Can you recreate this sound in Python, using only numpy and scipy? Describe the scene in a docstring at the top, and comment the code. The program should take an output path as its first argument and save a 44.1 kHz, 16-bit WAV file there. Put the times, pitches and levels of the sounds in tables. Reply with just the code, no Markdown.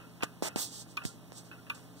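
"""Brass clock in the hand

A small brass movement ticks up close: each beat is a tooth sliding on the pallet and landing with a
crack that rings the metal. Between beats the wheels click lightly and a thin spring sings. Handling
adds bumps that dive in pitch and run into hissing scrapes, all over a bed of low hum and hiss.
Close sounds reach the left channel inverted and a little late; the hum is alike on both sides."""
import sys
import numpy as np
from scipy.fft import rfft, irfft, next_fast_len
from scipy.io import wavfile
from scipy.ndimage import map_coordinates

SR = 44100
rng = np.random.default_rng(int(sys.argv[2]) if len(sys.argv) > 2 else 0)


def inscribe(sig):
    """Save sig as 16-bit PCM at rate SR to the path in sys.argv[1].

    A 1-D sig is mono; a 2-D sig holds one channel per row.
    Samples are clipped to [-1, 1] before scaling.
    """
    pcm = np.round(np.clip(np.atleast_2d(sig).T, -1, 1) * 32767)
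    wavfile.write(sys.argv[1], SR, pcm.astype(np.int16))


N = 88200

# partials of the hum (f/Hz, rms level/dB, phase wander/rad)
HUM_PARTIALS = [(120.9, -62.5, 0.12), (171.9, -62, 0.091), (260, -68.5, 1.1), (288, -69.5, 0.48),
                (336.6, -73, 0.88), (429.3, -70, 1.17)]
# low room tone (f/Hz, level/dB)
ROOM_EQ = [(40, -43), (100, -0.5), (160, 0), (280, 4), (400, -7.5), (620, -4.5), (850, -9), (1300, -18.5),
           (2100, -99), (8000, -31)]
# steady hiss bed (f/Hz, level/dB)
BED_EQ = [(20, -3), (35, -21), (55, 4), (85, 2), (150, 0), (400, -12), (1300, -14), (2100, -19.5),
          (2600, -18), (4500, -20.5), (8000, -23.5), (15500, -26.5)]
# light clicks of the wheels (t/s, level/dB, t60/s)
WHEEL_CLICKS = [(.001, -52, 0.3), (0.2072, -45.5, 0.2), (0.491, -45.5, 0.16), (1.018, -45, 0.087),
                (1.5135, -45, 0.1), (1.528, -55, 0.27), (1.666, -53.5, 0.2)]
# colour of those clicks (f/Hz, level/dB)
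WHEEL_EQ = [(200, -20), (900, -9), (1200, -4.5), (1400, 2), (1650, -3.5), (2000, -7), (2250, -20),
            (2600, 3.5), (3200, -18), (5000, -29), (14000, -39)]
# peaks of the spring's singing (t/s, level/dB)
SPRING_SWELLS = [(0.052, -55), (.548, -54.5), (1.025, -51), (1.095, -53.5), (1.59, -55)]
# beats of the escapement (t/s, frame level/dB, anchor level/dB, pallet level/dB, crack level/dB)
ESCAPEMENT_BEATS = [(.2248, -28.5, -28.5, -44, -36.5), (0.9717, -29.5, -26.5, -45.5, -31),
                    (1.7, -30, -29, -43, -35.5)]
# a tooth sliding on the pallet (f/Hz, level/dB)
SLIDE_EQ = [(1000, -1), (4000, 6), (9000, -17), (15000, -11)]
# high ring of the steel pallet (f/Hz, level/dB, t60/s)
PALLET_MODES = [(8500, -9, 0.029), (9100, -6, 0.028), (11180, -3.5, 0.056), (12300, -6, 0.034),
                (14200, -16, 0.18)]
# crack of the tooth landing (f/Hz, level/dB)
CRACK_EQ = [(200, -3), (700, -10.5), (1200, 1.5), (2000, -0.5), (2700, 16), (4200, -19.5), (5500, -4),
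            (9000, -17), (16000, -22)]
# ring of the anchor; the lowest two modes beat (f/Hz, level/dB, t60/s)
ANCHOR_MODES = [(2452, 4.5, 0.049), (2640, 2, 0.014), (2877, -20, 0.061), (3240, -17.5, 0.058),
                (3554, -16.5, 0.077), (4350, -22.5, 0.049)]
# ring of the brass frame (f/Hz, level/dB, t60/s)
FRAME_MODES = [(953, -9.5, 0.051), (1154, -4.5, 0.079), (1204.6, -11.5, 0.14), (1498, -9.5, 0.081),
               (1725, -19.5, 0.084), (2036, -18, 0.068)]
# the case ringing on after a beat (f/Hz, level/dB)
CASE_EQ = [(200, -60), (1000, -16), (1400, 5.5), (1750, 1), (2200, -28.5), (2550, 6), (3200, -12),
           (5000, -23), (14000, -22)]
# handling scrapes (t/s, rise/s, time until the fade/s, t60/s, hiss level/dB, rasp level/dB)
SCRAPE_STROKES = [(0.2304, 0.0014, .011, .04, -41.5, -34.5), (0.425, 0.0031, 0.059, 0.035, -38, -37),
                  (0.558, 0.0016, 0.032, 0.22, -41.5, -40), (0.567, 0.031, 0.062, 0.25, -33.5, -52.5),
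                  (0.698, 0.034, 0.12, 0.098, -45, -63.5), (0.866, 0.047, 0.049, 0.14, -55, -82),
                  (1.036, 0.0016, 0.012, 0.043, -51.5, -51), (1.051, 0.0012, 0.0032, 0.21, -38, -52),
                  (1.325, 0.0017, 0.0028, 0.16, -55, -58), (1.337, 0.051, 0.046, .14, -45, -57.5),
                  (1.434, .02, 0.034, 0.18, -60, -75), (1.745, 0.0026, .005, 0.16, -50.5, -56),
                  (1.763, 0.0078, .02, 0.54, -61, -60), (1.95, 0.035, 0.056, .1, -57.5, -80)]
# fine hiss of a scrape (f/Hz, level/dB)
SCRAPE_EQ = [(200, -29), (2000, -22), (3300, -1), (4500, 2), (5400, 2), (6500, 2.5), (8500, 5.5),
             (9700, -5.5), (11500, -11), (15500, -15)]
# lower rasp of a hard scrape (f/Hz, level/dB)
RASP_EQ = [(60, -5.5), (200, -1.5), (850, -0.5), (1500, -5.5), (2500, -5.5), (4000, -13.5), (8000, -11.5),
           (16000, -29)]
# handling bumps (t/s, level/dB, first f/Hz, last f/Hz, glide/s, t60/s, snap level/dB, spike level/dB)
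HANDLING_BUMPS = [(.234, -19.5, 785, 98, .001, 0.018, -19.5, -12.5),
                  (0.4239, -15.5, 833, 165, 0.0011, 0.018, -31, -34),
                  (.5603, -18.5, 690, 180, 0.00093, 0.024, -24.5, -28.5),
                  (1.0518, -22.5, 310, 52, 0.0049, 0.056, -27.5, -31.5),
                  (1.3205, -36, 1000, 150, 0.0014, 0.015, -38.5, -37.5)]
# snap at the front of a bump (f/Hz, level/dB)
SNAP_EQ = [(100, -7.5), (1300, -3), (3000, -5), (8000, -10.5), (10000, -21), (15000, -24)]
# stereo width: the noise each channel has to itself (f/Hz, level/dB)
WIDTH_EQ = [(100, 3), (800, 6), (1700, -3), (2150, -59), (2600, -5), (3500, 1), (4200, 4.5), (8500, 1),
            (10000, 3.5), (15500, 2)]
# duller tone of close sounds on the left (f/Hz, level/dB)
LEFT_EQ = [(100, -2.5), (1000, -0.5), (1900, -1), (2300, -1.5), (2700, 0), (3600, -2), (4800, -3),
           (8500, -6), (10500, -3.5), (12000, -3), (15500, -7)]

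TICK_WIDTH_DB, HANDLING_WIDTH_DB = -4, -4.5


def amp(db):
    """Decibels to gain."""
    return 10 ** (np.asarray(db) / 20)


def since(s):
    """Seconds since time s, zero before it."""
    return np.maximum(np.arange(N) / SR - s, 0)


def decay(s, t60):
    """A hard attack at s, then a fall of 60 dB every t60 seconds."""
    return (since(s) > 0) * amp(-60 * since(s) / t60)


def wobble(rate):
    """A smooth random curve, rate knots a second."""
    return map_coordinates(rng.standard_normal(int(N * rate / SR) + 4), [np.arange(N) * rate / SR])


def eq_gain(eq, hz):
    """Gain of an EQ curve drawn on a log frequency axis."""
    freqs, db = np.transpose(eq)
    return amp(np.interp(np.log(hz + 1), np.log(freqs + 1), db))


def filtered(x, response):
    """Shape x with a complex frequency response."""
    size = next_fast_len(N + SR // 2)
    return irfft(rfft(x, size) * response(np.fft.rfftfreq(size, 1 / SR)), size)[..., :N]


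def noise(eq, width_db):
    """Coloured stereo noise of rms 1; width_db turns up the part the channels do not share."""
    own = filtered(rng.standard_normal((2, N)), lambda hz: amp(width_db) * eq_gain(WIDTH_EQ, hz))
    coloured = filtered(rng.standard_normal(N) + own, lambda hz: eq_gain(eq, hz))
    return coloured / np.sqrt(np.mean(coloured ** 2) + 1e-20)


def room():
    """A slightly unsteady hum over low room tone."""
    hum = sum(amp(db) * np.sqrt(2) * np.sin(2 * np.pi * hz * since(0) + wander * wobble(12))
              for hz, db, wander in HUM_PARTIALS)
    return hum + amp(-58.5) * noise(ROOM_EQ, width_db=-12)


def hiss_bed():
    """A soft, steady hiss with a full low end."""
    return amp(-55.5) * noise(BED_EQ, width_db=-15)


def wheels():
    """Light clicks of the wheels rattle the case."""
    return noise(WHEEL_EQ, TICK_WIDTH_DB) * sum(amp(db) * decay(s, t60) for s, db, t60 in WHEEL_CLICKS)


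def spring(pitch_hz=1390, swell_s=0.017):
    """A thin spring sings one wavering note in brief swells."""
    t = since(0)
    swells = sum(amp(db) * np.exp(-((t - s) / swell_s) ** 2) for s, db in SPRING_SWELLS)
    return swells * np.sin(2 * np.pi * pitch_hz * t + 1.1 * wobble(70))


def ring(modes, s, attack_s=0.001):
    """Metal struck at s: damped modes, balanced a little differently on each hit."""
    t = since(s)
    tones = sum(amp(db + rng.normal()) * decay(s, t60) * np.sin(2 * np.pi * hz * t)
                for hz, db, t60 in modes)
    return tones * (1 - np.exp(-t / attack_s))


def escapement(lead_s=0.0019):
    """A tooth slides on the pallet, then lands with a crack that rings the anchor, frame and case."""
    crack, case, slide = (noise(eq, TICK_WIDTH_DB) for eq in (CRACK_EQ, CASE_EQ, SLIDE_EQ))
    out = np.zeros((2, N))
    for s, frame_db, anchor_db, pallet_db, crack_db in ESCAPEMENT_BEATS:
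        out += amp(crack_db - 3) * slide * decay(s - lead_s, t60=0.022)
        out += amp(pallet_db) * ring(PALLET_MODES, s - lead_s)
        out += amp(crack_db) * crack * decay(s, t60=0.025)
        out += amp(anchor_db) * ring(ANCHOR_MODES, s)
        out += amp(frame_db) * ring(FRAME_MODES, s)
        out += amp(frame_db - 13.5) * case * decay(s, t60=0.21)
    return out


def scrapes():
    """Each stroke rises, holds and fades: a grainy hiss, with rasp and fizz when it presses hard."""
    hiss_env, rasp_env = np.zeros(N), np.zeros(N)
    for s, rise, length, t60, hiss_db, rasp_db in SCRAPE_STROKES:
        stroke = np.minimum(since(s) / rise, 1) * amp(-60 * since(s + length) / t60)
        hiss_env = np.hypot(hiss_env, amp(hiss_db) * stroke)  # overlaps add in power
        rasp_env = np.hypot(rasp_env, amp(rasp_db) * stroke)
    peak = hiss_env.max()
    fizz_env = amp(-5) * peak * (hiss_env / peak) ** 1.8  # louder strokes are brighter
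    fizz = fizz_env * noise([(6000, -40), (11600, 0), (16000, -2)], width_db=6)
    grain = amp(0.5 * wobble(570))
    hiss = hiss_env * noise(SCRAPE_EQ, HANDLING_WIDTH_DB)
    rasp = rasp_env * noise(RASP_EQ, width_db=-11.5)
    return grain * (hiss + rasp + fizz)


def bumps(spike_s=0.00006):
    """Handling knocks: a spike and a snap on a thump whose pitch dives within milliseconds."""
    snap, out = noise(SNAP_EQ, HANDLING_WIDTH_DB), np.zeros((2, N))
    for s, db, first_hz, last_hz, glide, t60, snap_db, spike_db in HANDLING_BUMPS:
        t = since(s)
        cycles = last_hz * t + (first_hz - last_hz) * glide * (1 - np.exp(-t / glide))
        out += amp(spike_db) * t / spike_s * np.exp(1 - t / spike_s)
        out += amp(snap_db) * snap * decay(s, t60=0.0037)
        out += amp(db) * decay(s, t60) * np.sin(2 * np.pi * cycles)
    return out


def close_pickup(x, lag_s=0.000421):
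    """Close sounds arrive inverted, late and duller on the left."""
    left = filtered(x[0], lambda hz: -eq_gain(LEFT_EQ, hz) * np.exp(-2j * np.pi * hz * lag_s))
    return np.array([left, x[1]])


def scene():
    """The movement and the handling up close over a hiss bed, in a humming room."""
    close = hiss_bed() + escapement() + wheels() + spring() + bumps() + scrapes()
    return close_pickup(close) + room()


def record(dry):
    """A brick-wall low-pass trims the very top."""
    return filtered(dry, lambda hz: hz < 15750)


dry = scene()
out = record(dry)
inscribe(out)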